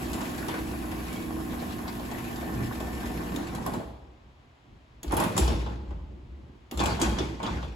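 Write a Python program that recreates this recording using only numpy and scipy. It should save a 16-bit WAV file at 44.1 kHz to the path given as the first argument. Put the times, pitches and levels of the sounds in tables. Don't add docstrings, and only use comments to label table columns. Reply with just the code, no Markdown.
import sys
import numpy as np
from scipy import signal
from scipy.fft import rfft, irfft, next_fast_len
from scipy.io import wavfile
from scipy.ndimage import uniform_filter1d, map_coordinates

SR = 44100
rng = np.random.default_rng(int(sys.argv[2]) if len(sys.argv) > 2 else 0)


def int16_out(signal):
    q = np.round(np.clip(np.atleast_2d(signal).T, -1, 1) * 32767)
    wavfile.write(sys.argv[1], SR, q.astype(np.int16))


N = 341775

MOTOR_OFF_S = 3.37
SHAFT_HZ, MAINS_HZ = 29.25, 60
# [time_s, level_db]
LOAD = [(0.0, -35), (0.12, -35), (2.46, -37), (2.64, -32), (2.69, -36.5), (3.11, -33), (3.32, -33.5)]


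def amp(db):
    return 10 ** (np.asarray(db) / 20)


def unit(x):
    return x / np.sqrt(np.mean(x ** 2) + 1e-20)


def clock(size=N):
    return np.arange(size) / SR


def along(points, hz):
    f, v = np.transpose(points)
    return np.interp(np.log(hz + 1), np.log(f + 1), v)


def curves(rows):
    s, *cols = np.transpose(rows)
    return [np.interp(clock(), s, c) for c in cols]


def wobble(rate):
    knots = rng.standard_normal(int(N * rate / SR) + 4)
    return map_coordinates(knots, [clock() * rate])


def filtered(x, response):
    n = x.shape[-1]
    m = next_fast_len(n + 8192)
    return irfft(rfft(x, m) * response(np.fft.rfftfreq(m, 1 / SR)), m)[..., :n]


def spread(hz):
    # [pitch_hz, side_minus_mid_db]
    side_balance = [(60, -26.5), (110, -14), (200, -13), (380, -4), (700, -2.5), (1300, 1.5), (2400, -0.5),
                    (4400, -3.5), (8000, -1)]
    swing = np.cos(2 * np.pi * (hz - 7050) / 4140) * np.interp(hz, [5000, 9000], [0, 1])
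    return np.arctan(amp(along(side_balance, hz))) - 0.83 * swing


def diffuse(response, size=N):
    def mid_side(hz):
        angle = spread(hz)
        return response(hz) * np.array([np.cos(angle), np.sin(angle)])

    mid, side = filtered(rng.standard_normal((2, size)), mid_side)
    return unit(np.array([mid + side, mid - side]))


def noise(colour, size=N):
    return diffuse(lambda hz: amp(along(colour, hz)), size)


def sheet_noise(colour, lift, ripple_db, size=N):
    # [centre_hz, width_hz, full_lift_db]
    sheet = [(844, 61, 7), (965, 14, 4), (1059, 76, 2), (1480, 23, 4.5), (2500, 110, 0.5), (2690, 37, 9),
             (3270, 180, 3.5), (3630, 31, 1), (4320, 180, -3)]

    def response(hz):
        strong = sum(db / (1 + (2 * (hz - c) / w) ** 2) for c, w, db in sheet)
        small = map_coordinates(rng.standard_normal(SR // 8), [hz / 55], mode="nearest")
        small = small * hz / (hz + 600)
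        return amp(along(colour, hz) + lift * strong + ripple_db * small)

    return diffuse(response, size)


def tone(phase, hz):
    apart = spread(hz) * rng.choice([-1, 1])
    start = rng.uniform(0, 2 * np.pi)
    return np.sqrt(2) * np.sin(phase + start + np.array([[apart], [-apart]]))


def ring(modes, centre_hz, octaves, loose, detune):
    t = clock(SR // 2)
    out = np.zeros((2, len(t)))
    for hz, db, t60 in modes:
        reach = 1 / (1 + (np.log2(hz / centre_hz) / octaves) ** 2)
        tuned_hz = hz * (1 + detune * rng.normal())
        wander = loose * np.cumsum(rng.standard_normal(len(t))) / np.sqrt(SR)
        level = reach * amp(db + rng.normal(0, 0.86))
        decay = np.exp(-np.log(1000) * t / t60)
        out += level * decay * tone(2 * np.pi * tuned_hz * t + wander, hz)
    return out


def burst(colour, t60, room_db, attack, snap=0):
    # [pitch_hz, t60_s]
    garage = [(100, 0.73), (500, 1.22), (2000, 0.93), (4000, 0.88), (8000, 0.5), (15000, 0.5)]
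    t = clock(SR)
    ringing = sheet_noise(colour, lift=0.43, ripple_db=5.0, size=SR)
    hz, frames, z = signal.stft(ringing[:, ::-1], SR, nperseg=256)
    fade = amp(-60 * frames / along(garage, hz)[:, None])
    tail = signal.istft(z * fade, SR, nperseg=256)[1][:, :SR]
    direct = ringing * np.exp(-np.log(1000) * t / t60) * (1 - np.exp(-t / attack))
    first_touch = 1 + snap * np.exp(-t / 0.00088)
    return direct * first_touch + amp(room_db) * tail * (1 - np.exp(-t / 0.011))


def sharpen(x, db):
    return filtered(x, lambda hz: amp(db / (1 + (8500 / (hz + 1)) ** 8)))


def shifting(x, patchy_db):
    patch_hz, patch_s = 330, 0.035
    hz, t, z = signal.stft(x, SR, nperseg=512)
    where = np.meshgrid(hz / patch_hz, t / patch_s, indexing="ij")
    field = map_coordinates(rng.standard_normal((128, 512)), where, order=3, mode="wrap")
    return unit(signal.istft(z * amp(patchy_db * field), SR, nperseg=512)[1][:, :x.shape[1]])


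def chatter(rate, spread_db, life, share):
    hits = (rng.random(N) < rate / SR) * amp(spread_db * np.minimum(rng.exponential(size=N), 3))
    power = signal.lfilter([1], [1, -np.exp(-2 / (life * SR))], hits ** 2)
    share = np.clip(share, 0, 1)
    return uniform_filter1d(np.sqrt(1 - share + share * power / power.mean()), size=40)


def swell(s, rise_s, hold_s, fall_db_per_s):
    t = clock() - s
    return np.clip(t / rise_s, 0, 1) * amp(-fall_db_per_s * np.maximum(t - rise_s - hold_s, 0))


def add(track, s, sound):
    part = track[:, round(s * SR):][:, :sound.shape[1]]
    part += sound[:, :part.shape[1]]


def motor():
    t = clock()
    since_off = np.maximum(t - MOTOR_OFF_S, 0)
    turns = SHAFT_HZ * t + 0.013 * wobble(3.09)
    since_peak = (t * 2 * MAINS_HZ) % 1 / (2 * MAINS_HZ)  # s, the field peaks twice per mains cycle
    drone = shaft_drone(turns)
    field = hum() + whine(turns) + buzz(since_peak) + sing(since_peak)
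    return drone * np.exp(-since_off / 0.08) + field * np.exp(-since_off / 0.024)


def shaft_drone(turns):
    # [shaft_multiple, start_db, halfway_db, motor_off_db]
    orders = [(2, -9.5, -14, -9), (5.997, -12.5, -9.5, -14), (7, -11.5, -9, -8.5), (9.11, -7.5, -9.5, -19),
              (9.97, -5, -5, -7.5), (11.93, -5.5, -6, -10), (12.9, -14, -17.5, -21),
              (14.1, -17, -13.5, -14.5), (16.05, -18, -16.5, -14.5), (20.28, -21, -26, -33),
              (21.75, -17, -22, -19), (23.04, -19, -16, -16), (25.25, -28, -18, -17),
              (28.14, -23, -20, -19), (31.75, -27, -20, -16.5), (36, -29, -12, -24),
              (36.7, -19, -15.5, -26), (39.1, -16, -25, -25), (40.1, -23, -22, -23)]
    # [time_s, level_db]
    main_line = [(0, -47), (.14, -41.5), (.27, -48), (.5, -38.5), (.75, -42), (.95, -38), (1.14, -45.5),
                 (1.38, -37), (1.7, -52), (2.2, -51), (2.55, -46), (2.85, -38), (3.0, -50), (3.26, -50),
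                 (3.36, -43)]
    main_order, drone_re_load_db = 11, -5.5
    load_db, = curves(LOAD)
    main_db, = curves(main_line)

    def line(k):
        phase = 2 * np.pi * k * turns + 0.34 * wobble(12)
        return amp(2.15 * wobble(5.0)) * tone(phase, k * SHAFT_HZ)

    drone = amp(main_db) * line(main_order)
    for k, *levels_db in orders:
        level_db = np.interp(clock(), [0, MOTOR_OFF_S / 2, MOTOR_OFF_S], levels_db)
        drone += amp(load_db + drone_re_load_db + level_db) * line(k)
    return drone


def hum():
    # [pitch_hz, level_db]
    harmonics = [(120, -52.5), (240, -43), (1680, -65)]
    return sum(amp(db + wobble(3.5)) * tone(2 * np.pi * hz * clock(), hz) for hz, db in harmonics)


def whine(turns):
    # [time_s, level_db]
    whine_level = [(0.0, -73), (0.03, -57), (0.53, -56), (1.04, -62.5), (1.9, -59), (2.4, -51), (3.05, -51),
                   (3.33, -54)]
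    whine_hz = 30 * MAINS_HZ
    level_db, = curves(whine_level)
    phase = 2 * np.pi * whine_hz * clock() + 0.25 * wobble(24.9)
    sway = 1 + 0.15 * np.sin(2 * np.pi * turns)
    return amp(level_db - 1.5 + 1.2 * wobble(14)) * tone(phase, whine_hz) * sway


def buzz(since_peak):
    # [pitch_hz, level_db]
    buzz_colour = [(3000, 0), (6000, -6), (7600, -6), (9000, -0.5), (10500, -0.5), (11500, 2.5),
                   (11750, 1.5), (12050, 2), (13000, 3), (14000, -6), (15800, -9.5)]
    halfway_db, fade_db_per_s = -51.5, 2
    level_db = halfway_db - fade_db_per_s * (clock() - MOTOR_OFF_S / 2)
    pulses = unit(1 + 1.1 * np.exp(-since_peak / 0.0022))
    return amp(level_db) * sheet_noise(buzz_colour, lift=0, ripple_db=-0.5) * pulses


def sing(since_peak):
    # [time_s, pitch_hz, level_db]
    sing_path = [(0, 12040, -63), (1.1, 12500, -63), (1.6, 11800, -54), (2.0, 11860, -52.5),
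                 (3.37, 11850, -55)]
    decay_s = 0.0038
    pitch_hz, level_db = curves(sing_path)
    phase = 2 * np.pi * np.cumsum(pitch_hz) / SR + 0.45 * wobble(120)
    return amp(level_db) * np.exp(-since_peak / decay_s) * tone(phase, pitch_hz.mean())


def chain():
    link_count, level_db, level_spread_db = 44, -47.5, 1
    middle_hz, reach_octaves = 1390, 0.61
    out = np.zeros((2, N))
    t = clock(SR // 8)
    fade = np.exp(-t / 0.0067) + 0.2 * np.exp(-t / 0.038)
    for k, (late, strength, pitch) in enumerate(rng.standard_normal((link_count, 3))):
        centre_hz = middle_hz * 2 ** (reach_octaves * np.tanh(pitch))
        clack = diffuse(lambda hz: hz / centre_hz / (1 + (hz / centre_hz) ** 4), len(t))
        slap_s = abs(k + 0.5 * late) * MOTOR_OFF_S / link_count
        add(out, slap_s, amp(level_db + level_spread_db * strength) * fade * clack)
    return out


def travelling():
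    stop_s, fall_db_per_s = 3.687, 96
    return amp(-fall_db_per_s * np.maximum(clock() - stop_s, 0))


def travel():
    # [time_s, level_db]
    looseness = [(0.0, -47), (0.16, -46), (0.57, -47.5), (0.71, -49.5), (1.07, -48), (1.32, -52),
                 (1.53, -49.5), (1.65, -49.5), (2.91, -48.5), (3.31, -47.5), (3.43, -48), (3.6, -51.5)]
    # [pitch_hz, level_db_per_hz]
    rolling = [(70, -10.5), (100, -1), (150, -0.5), (220, 1.5), (290, -3), (340, -1), (420, -7.5),
               (600, -20.5), (1200, -65.5)]
    roll_re_load_db, clatter_re_loose_db, rattle_re_loose_db = -4, 5.5, 1
    clatter_follows = 0.67
    load_db, = curves(LOAD)
    loose_db, = curves(looseness)
    bumps_db = 0.61 * wobble(14)
    mean_db = loose_db.mean()
    clatter_db = clatter_re_loose_db + mean_db + clatter_follows * (loose_db - mean_db)
    rumbling = amp(load_db + roll_re_load_db)
    clattering = amp(clatter_db + bumps_db)
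    rattling = amp(loose_db + rattle_re_loose_db + bumps_db)
    return travelling() * door(rumbling, clattering, rattling, rolling, lift=0.11, sharp_db=5.5)


def door(rumbling, clattering, rattling, colour, lift, sharp_db):
    # [pitch_hz, level_db]
    clatter_colour = [(250, -40), (420, -5.5), (520, -3), (620, -0.5), (850, -2), (1100, -2), (1400, -6.5),
                      (1650, -11.5), (1900, -12), (2600, -37), (5000, -70)]
    rattle_colour = [(900, -4), (1700, 3.5), (2500, 2.5), (3500, -3.5), (4500, -5.5), (5600, -9),
                     (7600, -9.5), (9000, -13), (11000, -13.5), (14000, -17.5), (15800, -33)]
    rumble = noise(colour) * chatter(rate=64, spread_db=5.0, life=0.02, share=0.25)
    metal = shifting(sheet_noise(clatter_colour, lift, ripple_db=3.5), patchy_db=1.5)
    clatter = metal * chatter(rate=110, spread_db=6.5, life=0.021, share=0.54)
    hinges = shifting(sheet_noise(rattle_colour, lift, ripple_db=2.5), patchy_db=2)
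    rattle = sharpen(hinges, sharp_db) * chatter(rate=130, spread_db=4.0, life=0.02, share=0.5)
    return rumbling * rumble + clattering * clatter + rattling * rattle


def scrapes():
    # [start_s, length_s, centre_hz, half_width, peak_db]
    strokes = [(0.13, 0.13, 950, 0.33, -41), (0.364, 0.13, 1590, .16, -41.5),
               (0.461, 0.19, 1470, 0.5, -39.5), (.47, 0.076, 3380, .15, -46), (1.02, 0.3, 2260, 0.029, -50),
               (1.485, .07, 3500, .12, -52.5), (1.57, .07, 3920, 0.19, -49.5),
               (1.67, 0.096, 3300, 0.51, -47.5), (1.855, .07, 2130, .05, -49),
               (1.865, 0.047, 4600, .08, -46), (2.09, 0.11, 1950, .07, -48), (2.202, 0.15, 2560, 0.04, -51),
               (3.0, 0.059, 1590, .1, -46), (5.152, 0.083, 855, 0.076, -32),
               (6.831, 0.13, 1020, 0.3, -36.5), (6.783, 0.14, 2450, 0.067, -40),
               (6.848, 0.13, 4470, .08, -44), (7.175, .04, 5500, .07, -42), (7.426, 0.064, 3000, 0.1, -43),
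               (7.422, 0.11, 1020, 0.44, -36.5)]
    out = np.zeros((2, N))
    for s, length, centre_hz, width, db in strokes:
        stroke = np.hanning(round(length * SR))
        rasp = diffuse(lambda hz: 1 / (1 + ((hz - centre_hz) / (width * centre_hz)) ** 2), len(stroke))
        add(out, s, amp(db) * stroke * rasp)
    return out * chatter(rate=130, spread_db=1.5, life=0.01, share=0.38)


def groan():
    centre_s, width_s, peak_db, groan_hz = 2.63, 0.075, -34.5, 119
    bend = 1 / (1 + ((clock() - centre_s) / width_s) ** 4)
    return amp(peak_db) * bend * tone(2 * np.pi * groan_hz * clock() + 0.31 * wobble(19), groan_hz)


def jolts():
    # [start_s, hold_s, rumble_db, clatter_db, rattle_db]
    jolt_table = [(3.513, 0.066, -40, -41.5, -73), (3.647, 0.0091, -40, -40, -66),
                  (3.703, 0.0085, -39, -41.5, -55), (4.128, .01, -64, -76, -84),
                  (5.094, 0.05, -35.5, -33.5, -42), (5.158, 0.056, -30, -33, -39),
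                  (5.34, 0.011, -27.5, -34, -38), (5.457, 0.024, -33, -41, -46),
                  (5.668, .02, -39, -50, -65), (5.885, .005, -44.5, -54.5, -70),
                  (6.08, 0.028, -47.5, -69, -77), (6.284, 0.13, -53, -74, -81), (6.771, 0.1, -30, -36, -39),
                  (6.988, 0.028, -29, -31, -37), (7.16, .02, -32, -37, -43), (7.417, 0.1, -35, -41, -45.5)]
    falls = [63, 108, 66]
    # [pitch_hz, level_db_per_hz]
    lurching = [(70, -19), (105, 3), (140, -2), (205, 1), (255, -5.5), (335, -0.5), (420, -9.5),
                (600, -15.5), (1200, -69.5)]
    rise_s = 0.029
    power = np.zeros((3, N))
    for s, hold_s, *levels_db in jolt_table:
        for part, (db, fall) in enumerate(zip(levels_db, falls)):
            power[part] += (amp(db) * swell(s, rise_s, hold_s, fall)) ** 2
    return door(*np.sqrt(power), lurching, lift=0.62, sharp_db=-7.5)


def knocks():
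    # [start_s, level_db, ring_centre_hz]
    knock_table = [(.148, -32, 338), (.225, -37.5, 950), (.538, -33, 1340), (1.877, -39, 1100),
                   (1.993, -40, 980), (2.417, -38, 650), (2.917, -47, 1100), (3.340, -31, 316),
                   (3.397, -33, 339), (3.545, -40, 1150), (3.560, -33, 200), (3.605, -35, 200),
                   (3.661, -30, 1000), (3.674, -32.5, 660), (3.684, -32, 340), (3.738, -36, 1030),
                   (3.742, -28.5, 270), (3.764, -28, 225), (3.772, -38, 700), (3.797, -33.5, 560),
                   (5.130, -26, 301), (5.174, -26, 900), (5.203, -26, 1060), (5.218, -28.5, 500),
                   (5.240, -27.5, 980), (5.258, -21.5, 175), (5.305, -31, 450), (5.388, -21.5, 320),
                   (5.402, -27.5, 450), (5.480, -31.5, 850), (5.503, -29, 450), (5.620, -37.5, 450),
                   (5.661, -38.5, 1035), (5.907, -44, 330), (6.552, -49.5, 281), (6.803, -29.5, 323),
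                   (6.811, -24, 1000), (6.834, -23, 875), (6.864, -30, 1250), (6.880, -29.5, 760),
                   (6.918, -34, 1080), (6.990, -31, 820), (7.022, -23.5, 362), (7.028, -29.5, 1400),
                   (7.052, -30.5, 1050), (7.070, -31, 230), (7.132, -39, 158.7), (7.203, -27, 350),
                   (7.399, -33.5, 1050), (7.432, -32, 900), (7.491, -40, 280), (7.585, -39, 1500)]
    # [pitch_hz, level_db, t60_s]
    section = [(173, 0, 0.35), (226.6, 2, .4), (290.6, -1.5, 0.427), (337.2, 1, 0.46), (376.5, -2, 0.24),
               (462, -3, 0.68), (561, -7, .4), (657, -2.5, 0.66), (706, -7.5, .5), (838, 0, 0.45),
               (942, -1.5, 0.41), (1076, -1, 0.37), (1207, -9, 0.32), (1476, -1.5, .55), (1616, -2.5, 0.49)]
    rise_s, first_t60_s, late_db = 0.0027, 0.09, -10
    out = np.zeros((2, N))
    t = clock(SR // 2)
    fall = np.exp(-np.log(1000) * t / first_t60_s) + amp(late_db)
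    shape = (1 - np.exp(-t / rise_s)) * fall
    for s, db, centre_hz in knock_table:
        hollow = ring(section, centre_hz, octaves=0.36, loose=6.5, detune=0.007)
        add(out, s, amp(db - 3.5) * shape * hollow)
    return out


def blows():
    # [start_s, clack_db, thud_db, ring_centre_hz, top_octave_lift_db]
    blow_table = [(.055, -49, -44, 3400, -1), (0.132, -38, -54, 7400, 8), (.215, -42, -34.5, 2630, -4),
                  (0.379, -41.5, -49, 4400, 9), (.483, -38.5, -28.5, 4320, 9), (.540, -44, -34, 2650, -2),
                  (.916, -43.5, -37, 4350, -2), (1.128, -46, -55, 7460, 16), (1.160, -44, -48, 2300, -1),
                  (1.52, -46, -42, 2630, -10), (1.879, -41, -49, 4600, -2), (1.996, -46, -38.5, 4400, -15),
                  (2.113, -42, -35, 2700, 5), (2.359, -43.5, -47, 7400, -9), (2.802, -41.5, -33, 2700, 0),
                  (3.030, -48, -41, 3400, -9), (3.229, -54, -47, 2600, -8), (3.55, -44, -44, 7400, 13),
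                  (3.663, -40.5, -29, 7500, 16.5), (3.737, -43, -32, 7600, 11.5),
                  (5.079, -47, -47, 4500, -4), (5.110, -45, -34, 5600, 0), (5.121, -39, -43, 10600, 16),
                  (5.139, -43.5, -38, 10600, 19), (5.168, -35, -27, 10600, 20.5),
                  (5.200, -35, -27, 2560, 16), (5.238, -39.5, -33.5, 2580, 18),
                  (5.366, -33.5, -43, 6980, 9), (5.378, -24, -35, 7230, 9.5),
                  (5.478, -31.5, -32, 4070, -17), (5.662, -48, -35.5, 3440, -28),
                  (5.907, -59.5, -43, 2630, -13), (6.774, -36.5, -46, 7400, 3),
                  (6.793, -33, -40, 3400, -14), (6.801, -31.5, -33, 4400, -1), (6.811, -43, -36, 7400, 0),
                  (6.837, -38, -30, 7400, 7), (6.858, -29, -55, 7900, 3), (6.999, -39.5, -52, 6300, 7),
                  (7.015, -25, -39, 6600, 5), (7.186, -31.5, -35.5, 3710, -10),
                  (7.400, -56, -34, 2700, -12), (7.430, -36.5, -34.5, 3100, -1),
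                  (7.465, -37, -42, 3700, -38), (7.627, -44.5, -37, 3490, -42)]
    # [pitch_hz, level_db]
    clack_colour = [(300, 0.5), (1000, 10), (2000, -11), (3300, 3.5), (5500, -1.5), (7600, -2.5),
                    (9000, -3.5), (11000, -11), (14000, -18), (15800, -26)]
    thud_colour = [(60, -19), (180, 0.5), (330, -7), (450, -2.5), (650, -5.5), (950, -6), (1500, -16),
                   (3000, -24), (8000, -60.5)]
    # [pitch_hz, level_db, t60_s]
    steel = [(2570, -1.5, 0.24), (2630, 1.5, 0.33), (3170, 6, .15), (3390, 7, 0.22), (3520, 2, .35),
             (3590, 1, 0.32), (4130, -7, 0.2), (4490, 3, 0.16), (5700, 3.5, 0.22), (6300, 0, 0.18),
             (6892, -4.5, 0.26), (7340, 3, 0.17), (7760, -7.5, 0.19), (9170, 0, 0.293), (10600, -10, .25),
             (11500, -17, 0.31)]
    ring_db, ring_grows, hard_db = -12, 0.13, -24
    out = np.zeros((2, N))
    for s, clack_db, thud_db, centre_hz, sharp_db in blow_table:
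        steel_db = clack_db + ring_db + ring_grows * (clack_db - hard_db)
        add(out, s, amp(steel_db) * ring(steel, centre_hz, octaves=0.17, loose=11, detune=0.001))
        clack = burst(clack_colour, t60=0.074, room_db=-11.0, attack=0.00026, snap=0.69)
        add(out, s, amp(clack_db + 1.5) * sharpen(clack, sharp_db))
        add(out, s, amp(thud_db) * burst(thud_colour, t60=0.16, room_db=-11.0, attack=0.0015))
    return out


def panels():
    # [centre_hz, width_hz, level_db]
    panel_modes = [(51.3, 3.4, -7), (60.5, 6.2, 6), (87, 9.6, -6.5)]
    # [start_s, hold_s, level_db, fall_db_per_s]
    swings = [(.58, 0.3, -43, 120), (2.515, 0.077, -38.5, 92), (2.794, 0.28, -38.5, 88),
              (3.84, 0.049, -41.5, 112), (5.062, 0.045, -29, 168), (5.39, 0.018, -21.5, 47.5),
              (5.863, 0.045, -34.5, 44.5), (6.272, 0.056, -42.5, 71), (6.745, .03, -28.5, 46),
              (7.04, .03, -27.5, 55), (7.497, .04, -32.5, 38)]
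    sway_db, sway_wander_db, rise_s = -44.5, 1.5, 0.03

    def response(f):
        modes = 0
        for k, (c, w, db) in enumerate(panel_modes):
            modes = modes + (-1) ** k * amp(db) * 1j * f * w / (c * c - f * f + 1j * f * w)
        return modes / (1 + (36 / (f + 1)) ** 8) / (1 + (f / 130) ** 4)

    sway = diffuse(response)
    sway = sway / np.sqrt(np.abs(uniform_filter1d(sway[0] ** 2, SR // 12)) + 0.01)
    running = amp(sway_db + sway_wander_db * wobble(12.0)) * travelling()
    booms = sum((amp(db) * swell(s, rise_s, hold_s, fall)) ** 2 for s, hold_s, db, fall in swings)
    return sway * np.sqrt(running ** 2 + booms)


def relay():
    # [start_s, snap_db, tick_db, tick_centre_hz, thump_db]
    switchings = [(3.361, -38, -36.5, 6700, -33), (5.031, -41.5, -34.5, 7000, -36.5),
                  (6.712, -40, -37, 2800, -34)]
    # [pitch_hz, level_db]
    snap_colour = [(200, 1), (500, -0.5), (1500, -8.5), (4000, -6.5), (5500, -13), (6800, -9),
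                   (9000, -15.5), (12000, -9), (15800, -19.5)]
    housing = [(60, -23), (150, -8), (230, -5.5), (320, 0), (420, -12), (600, -14), (1100, -17.5),
               (1500, -27), (5000, -44.5)]
    # [pitch_hz, level_db, t60_s]
    armature = [(2750, 0.5, 0.079), (3430, -6, 0.067), (4690, -10, .08), (6660, 0, 0.046), (7460, -8, .048),
                (10910, -5.5, 0.051)]
    thump_delay_s = 0.009
    out = np.zeros((2, N))
    for s, snap_db, tick_db, centre_hz, thump_db in switchings:
        add(out, s, amp(snap_db + 5.0) * burst(snap_colour, t60=0.047, room_db=-12.5, attack=0.00034))
        add(out, s, amp(tick_db - 5.5) * ring(armature, centre_hz, octaves=0.8, loose=30, detune=0.002))
        thump = burst(housing, t60=0.26, room_db=-8, attack=0.0017)
        add(out, s + thump_delay_s, amp(thump_db) * thump)
    return out


def air():
    # [pitch_hz, level_db_per_hz]
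    air_colour = [(15, -60), (25, -24), (42, -7.5), (64, -2), (92, -10), (127, -7), (145, -16.5),
                  (354, -17.5), (476, -26.5), (714, -23), (911, -25), (988, -23.5), (1370, -29),
                  (3160, -33.5), (16000, -63.5)]
    air_db, stir_db, stir_hz = -54, 3, 350
    still = noise(air_colour)
    low = filtered(still, lambda hz: 1 / (1 + (hz / stir_hz) ** 4))
    stirred = low * unit(amp(stir_db * wobble(11)))
    return amp(air_db) * (still - low + stirred)


def scene():
    opener = motor() + chain() + relay()
    moving = travel() + scrapes() + groan() + panels()
    impacts = jolts() + knocks() + blows()
    return opener + moving + impacts + air()


def record(dry):
    # [pitch_hz, left_minus_right_db]
    lean = [(80, 0.5), (200, -2), (380, -2), (700, 0.5), (1300, 0), (2400, 2.5), (4400, 2.5), (8000, 0)]
    top_hz = 15900
    return filtered(dry, lambda hz: amp(np.outer([0.5, -0.5], along(lean, hz))) * (hz < top_hz))


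dry = scene()
out = record(dry)
int16_out(out)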